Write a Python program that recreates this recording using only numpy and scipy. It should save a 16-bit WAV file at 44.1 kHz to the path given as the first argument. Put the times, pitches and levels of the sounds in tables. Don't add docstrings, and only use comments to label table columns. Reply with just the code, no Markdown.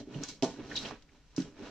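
import sys
import numpy as np
from scipy import signal
from scipy.fft import rfft, irfft, next_fast_len
from scipy.io import wavfile

SR = 44100
rng = np.random.default_rng(int(sys.argv[2]) if len(sys.argv) > 2 else 0)


def unload_wav(signal):
    wavfile.write(
        sys.argv[1],
        SR,
        np.round(np.clip(np.atleast_2d(signal).T, -1, 1) * 32767).astype(np.int16),
    )


N = 74970


def amp(db):
    return 10 ** (np.asarray(db) / 20)


def unit(x):
    return x / np.sqrt(np.mean(x ** 2) + 1e-20)


def along(points, hz):
    point_hz, value = np.transpose(points)
    return np.interp(np.log(hz + 1), np.log(point_hz + 1), value)


def decay(t, t60):
    return np.exp(-np.log(1000) * t / t60)


def struck(start, attack, t60):
    t = np.maximum(np.arange(N) / SR - start, 0)
    return (1 - np.exp(-t / attack)) * decay(t, t60)


def filtered(x, response):
    size = next_fast_len(N + SR // 2)
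    spectrum = rfft(x, size) * response(np.fft.rfftfreq(size, 1 / SR))
    return irfft(spectrum, size)[..., :N]


def spread(pair):
    # (frequency [Hz], likeness [0 to 1])
    likeness = [(40, .85), (150, 0.92), (400, 0.95), (1000, 0.8), (2000, 0.72), (4000, 0.31), (7000, 0),
                (14000, 0.019)]

    def mid_and_side(hz):
        angle = np.arccos(np.clip(along(likeness, hz), -1, 1)) / 2
        return np.array([np.cos(angle), np.sin(angle)])

    mid, side = filtered(pair, mid_and_side)
    return np.array([mid + side, mid - side])


def grains(per_s, colour_db):
    scatter_db, pan_scatter = 1.5, 0.12
    hit = rng.random(N) < per_s / SR
    size = amp(scatter_db * np.minimum(rng.exponential(size=N), 4))
    sign = rng.choice([-1, 1], (2, N))
    pan = np.exp(pan_scatter * rng.standard_normal((2, N)))
    pair = hit * size * sign * pan
    return unit(spread(filtered(pair, lambda hz: amp(colour_db(hz)))))


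def strokes():
    # (time [s], crunch level [dB], sand level [dB], rumble level [dB])
    stroke_list = [
        [(0.0, -54.5, -50.5, -39), (0.05, -75.5, -78, -59), (0.11, -62, -65, -51.5), (0.15, -55, -58, -45.5),
         (0.21, -59.5, -56.5, -44.5), (0.24, -48.5, -48, -48.5), (0.272, -61, -54, -60),
         (0.30, -55, -46, -57.5), (0.35, -74, -60, -58), (0.41, -70, -84, -68.5)],
        [(0.50, -66, -59.5, -45), (0.565, -60, -62, -53.5), (0.60, -55, -66, -45), (0.685, -59, -57, -51),
         (0.73, -49, -52.5, -46), (0.81, -53, -46.5, -50.5), (0.855, -46.5, -49.5, -41), (0.89, -49, -49, -55),
         (0.925, -52, -69, -45.5), (1.0, -71.5, -71.5, -78)],
        [(1.03, -79, -87, -69.5), (1.10, -75.5, -78.5, -71.5), (1.15, -68.5, -70.5, -64.5),
         (1.22, -77, -79.5, -74), (1.32, -75.5, -72, -77), (1.36, -63, -69, -60)],
        [(1.46, -60, -68, -48), (1.52, -72, -87, -62), (1.57, -62, -66.5, -56), (1.625, -55, -60, -45),
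         (1.67, -52, -56.5, -49.5), (1.7, -57, -60, -55)],
    ]
    # (frequency [Hz], level [dB])
    crunch_colour = [(200, -50), (480, 3.5), (680, -1.5), (1200, 0.5), (1800, -2.5), (2600, -4),
                     (3800, -14), (7000, -39), (12000, -52)]
    sand_colour = [(800, -30), (2000, -6), (3000, -2), (4000, 0.5), (4800, -2), (5900, -2), (7200, -7),
                   (10000, -9.5), (15000, -4.5)]
    rumble_colour = [(40, -13.5), (100, -13), (150, -3), (210, -6), (285, 0.5), (380, -6), (480, -12),
                     (660, -15), (900, -29.5), (3000, -62)]
    fade_db_per_s = 356
    crunch_db, sand_db, rumble_db = -1, 0.5, -2.5
    crunch_per_s, sand_per_s, rumble_per_s = 1300, 2600, 1400

    t, level = np.arange(N) / SR, 0
    for rows in stroke_list:
        times, *columns = np.transpose(rows)
        fade = fade_db_per_s * abs(t - np.clip(t, times[0], times[-1]))
        level = level + amp([np.interp(t, times, column) - fade for column in columns])
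    crunch = amp(crunch_db) * grains(crunch_per_s, lambda hz: along(crunch_colour, hz))
    sand = amp(sand_db) * grains(sand_per_s, lambda hz: along(sand_colour, hz))
    rumble = amp(rumble_db) * grains(rumble_per_s, lambda hz: along(rumble_colour, hz))
    return level[0] * crunch + level[1] * sand + level[2] * rumble


def still_room():
    # (frequency [Hz], level [dB])
    background_colour = [(20, -1.5), (45, 4), (90, -11), (160, -8), (300, -27), (1000, -26), (3000, -26.5),
                         (7000, -29), (15000, -23)]
    noise = rng.standard_normal((2, N))
    coloured = filtered(noise, lambda hz: amp(along(background_colour, hz)))
    return amp(-63.5) * unit(spread(coloured))


def thuds():
    # (time [s], level [dB], cut-off of the contact [Hz]); a lower cut-off is a softer contact
    blows = [(0.0734, -40, 387), (0.1537, -17, 152), (0.1615, -24, 221), (0.2108, -37.5, 290),
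             (0.289, -43.5, 298), (0.4242, -25.5, 790), (0.4316, -23.5, 1050), (0.4489, -33, 1310),
             (0.5875, -37.5, 450), (0.6076, -50.5, 416), (0.712, -43, 445), (1.125, -62, 390),
             (1.38, -18, 264), (1.3987, -28.5, 280), (1.599, -43, 430)]
    # (frequency [Hz], level [dB], time to fall 60 dB [s])
    modes = [(151.4, -14.5, 0.16), (180.7, -8, 0.13), (272.7, 4, 0.069), (306.3, -5.5, 0.16),
             (373, -0.5, 0.084), (475.3, -7.5, 0.17), (537, -19.5, 0.22), (668, -2, 0.063),
             (717.6, -10.5, 0.16), (780, -11.5, 0.12), (896, -13, 0.28), (1047, -16.5, 0.14),
             (1132, -14, .1), (1300, -15, 0.068)]
    attack_s, contact_steepness = 0.0023, 7
    phase_spread = 0.085
    radiates_hz = 151

    out, t = np.zeros((2, N + SR)), np.arange(SR // 2) / SR
    phases = phase_spread * rng.standard_normal((len(modes), 1, 1)) * np.array([[1], [-1]])
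    for start, db, soft_hz in blows:
        first = round(start * SR)
        for (hz, mode_db, t60), phase in zip(modes, phases):
            gain = amp(db + mode_db) / np.hypot(1, (hz / soft_hz) ** contact_steepness)
            envelope = decay(t, t60) * (1 - np.exp(-t / attack_s))
            ring = np.cos(2 * np.pi * hz * t + phase) * envelope
            out[:, first:first + len(t)] += gain * ring
    highpass = signal.butter(2, radiates_hz, "highpass", fs=SR, output="sos")
    return signal.sosfilt(highpass, out[:, :N])


def chips():
    # (time [s], level [dB], pitch [Hz], width [octaves], attack [s], time to fall 60 dB [s])
    chip_list = [(0.143, -40.5, 2740, 0.14, 0.0019, 0.024), (0.236, -24.5, 6120, .25, 0.00029, 0.01),
                 (0.243, -56, 5500, 0.36, 0.0025, .06), (0.2837, -36, 5740, 0.48, 0.0031, 0.075),
                 (0.4238, -32, 3500, 0.55, 0.00013, 0.025), (0.4304, -30.5, 4800, 0.44, 0.00066, 0.042),
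                 (0.4435, -35, 4400, 0.91, 0.00085, .04), (0.7127, -37.5, 1810, 0.18, 0.0015, 0.05),
                 (0.755, -30, 3910, 0.056, 0.00092, 0.02), (0.7604, -30, 4600, 0.27, 0.0024, 0.054),
                 (0.765, -31.5, 3230, 0.21, 0.0012, 0.05), (0.7742, -29.5, 3950, 0.075, 0.0011, 0.047),
                 (0.788, -34.5, 5370, 0.74, 0.00079, 0.023), (0.848, -32, 2670, 0.32, 0.0071, 0.061),
                 (0.906, -38.5, 820, 0.6, 0.0015, 0.051), (1.022, -54.5, 3500, 0.68, 0.0011, 0.026),
                 (1.088, -58, 2090, .2, 0.0036, 0.046), (1.3632, -36.5, 5660, 0.43, 0.0014, 0.039),
                 (1.3775, -44.5, 2600, .9, 0.00089, .035), (1.402, -41, 5600, 0.45, 0.0005, .025),
                 (1.419, -41, 3400, .6, 0.00082, .025)]
    slips_per_s = 3200
    out = np.zeros((2, N))
    for start, db, pitch, octaves, attack, t60 in chip_list:

        def ring_db(hz):
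            distance = np.log2((hz + 1) / pitch) / octaves
            return -20 * np.log10(1 + distance ** 2 / 2)

        out += amp(db) * struck(start, attack, t60) * grains(slips_per_s, ring_db)
    return out


def spills():
    # (time [s], level [dB], time to fall 60 dB [s])
    showers = [(0.43, -40.5, 0.28), (1.372, -45.5, 0.31)]
    # (frequency [Hz], level [dB])
    patter_colour = [(200, -10), (600, -3.5), (1400, 1.5), (2700, -1), (4000, -3), (6000, -2), (7500, -2),
                     (15000, -14.5)]
    crumbs_per_s, attack_s = 2200, 0.004
    level = sum(amp(db) * struck(start, attack_s, t60) for start, db, t60 in showers)
    return level * grains(crumbs_per_s, lambda hz: along(patter_colour, hz))


def glass(x):
    # (frequency [Hz], width [Hz], level [dB])
    resonances = [(2874, 60, -0.5), (3877, 48, -2.5), (4120, 59, -10), (4250, 16, -35.5), (4830, 32, -18),
                  (5520, 20, -7), (5710, 460, -2.5)]
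    trim_db = -0.5

    def ring(hz):
        total = 0
        for centre, width, db in resonances:
            damping = 1j * hz * width
            total = total + amp(db) * damping / (centre * centre - hz * hz + damping)
        return total

    return x + amp(trim_db) * filtered(x, ring)


def walls(x):
    count, reach_s, copy_db = 8, 0.012, -17.5
    delay = rng.uniform(0, reach_s, (count, 1))
    gain = amp(copy_db) * rng.choice([-1, 1], (count, 1))
    loudness = np.sqrt(1 + np.sum(gain ** 2))

    def reflections(hz):
        copies = gain * np.exp(-2j * np.pi * hz * delay)
        return (1 + np.sum(copies, axis=0)) / loudness

    return filtered(x, reflections)


def room(x):
    # (frequency [Hz], time to fall 60 dB [s])
    tail_t60 = [(150, 0.23), (1000, 0.25), (4000, 0.28), (12000, 0.36)]
    noise = rng.standard_normal((2, SR // 2))
    hz, t, spectrum = signal.stft(noise, SR, nperseg=256)
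    fading = spectrum * decay(t, along(tail_t60, hz)[:, None])
    tail = signal.istft(fading, SR, nperseg=256)[1]
    tail = tail / np.linalg.norm(tail[0])
    tail = np.pad(tail, ((0, 0), (SR // 400, 0)))
    return spread(signal.fftconvolve(x, tail, axes=1)[:, :N])


def scene():
    # (frequency [Hz], left over right [dB])
    balance = [(40, 3), (120, -1.9), (2500, -1.95), (4500, -2.5), (7500, 1.5), (15000, 0.5)]
    room_db, thud_room_db = -9, -7.5
    background = still_room()
    loose = walls(glass(strokes() + chips() + spills()))
    knocks = thuds()
    near = loose + amp(room_db) * room(loose) + knocks + amp(thud_room_db) * room(knocks)
    leaning = filtered(near, lambda hz: amp(np.outer([0.5, -0.5], along(balance, hz))))
    return leaning + background


def record(dry):
    # (frequency [Hz], level [dB])
    tone = [(20, 3), (6500, 1), (7600, -3), (8500, -13), (11000, -19.5), (15000, -26)]
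    top_hz = 15100
    return filtered(dry, lambda hz: amp(along(tone, hz)) * (hz < top_hz))


dry = scene()
out = record(dry)
unload_wav(out)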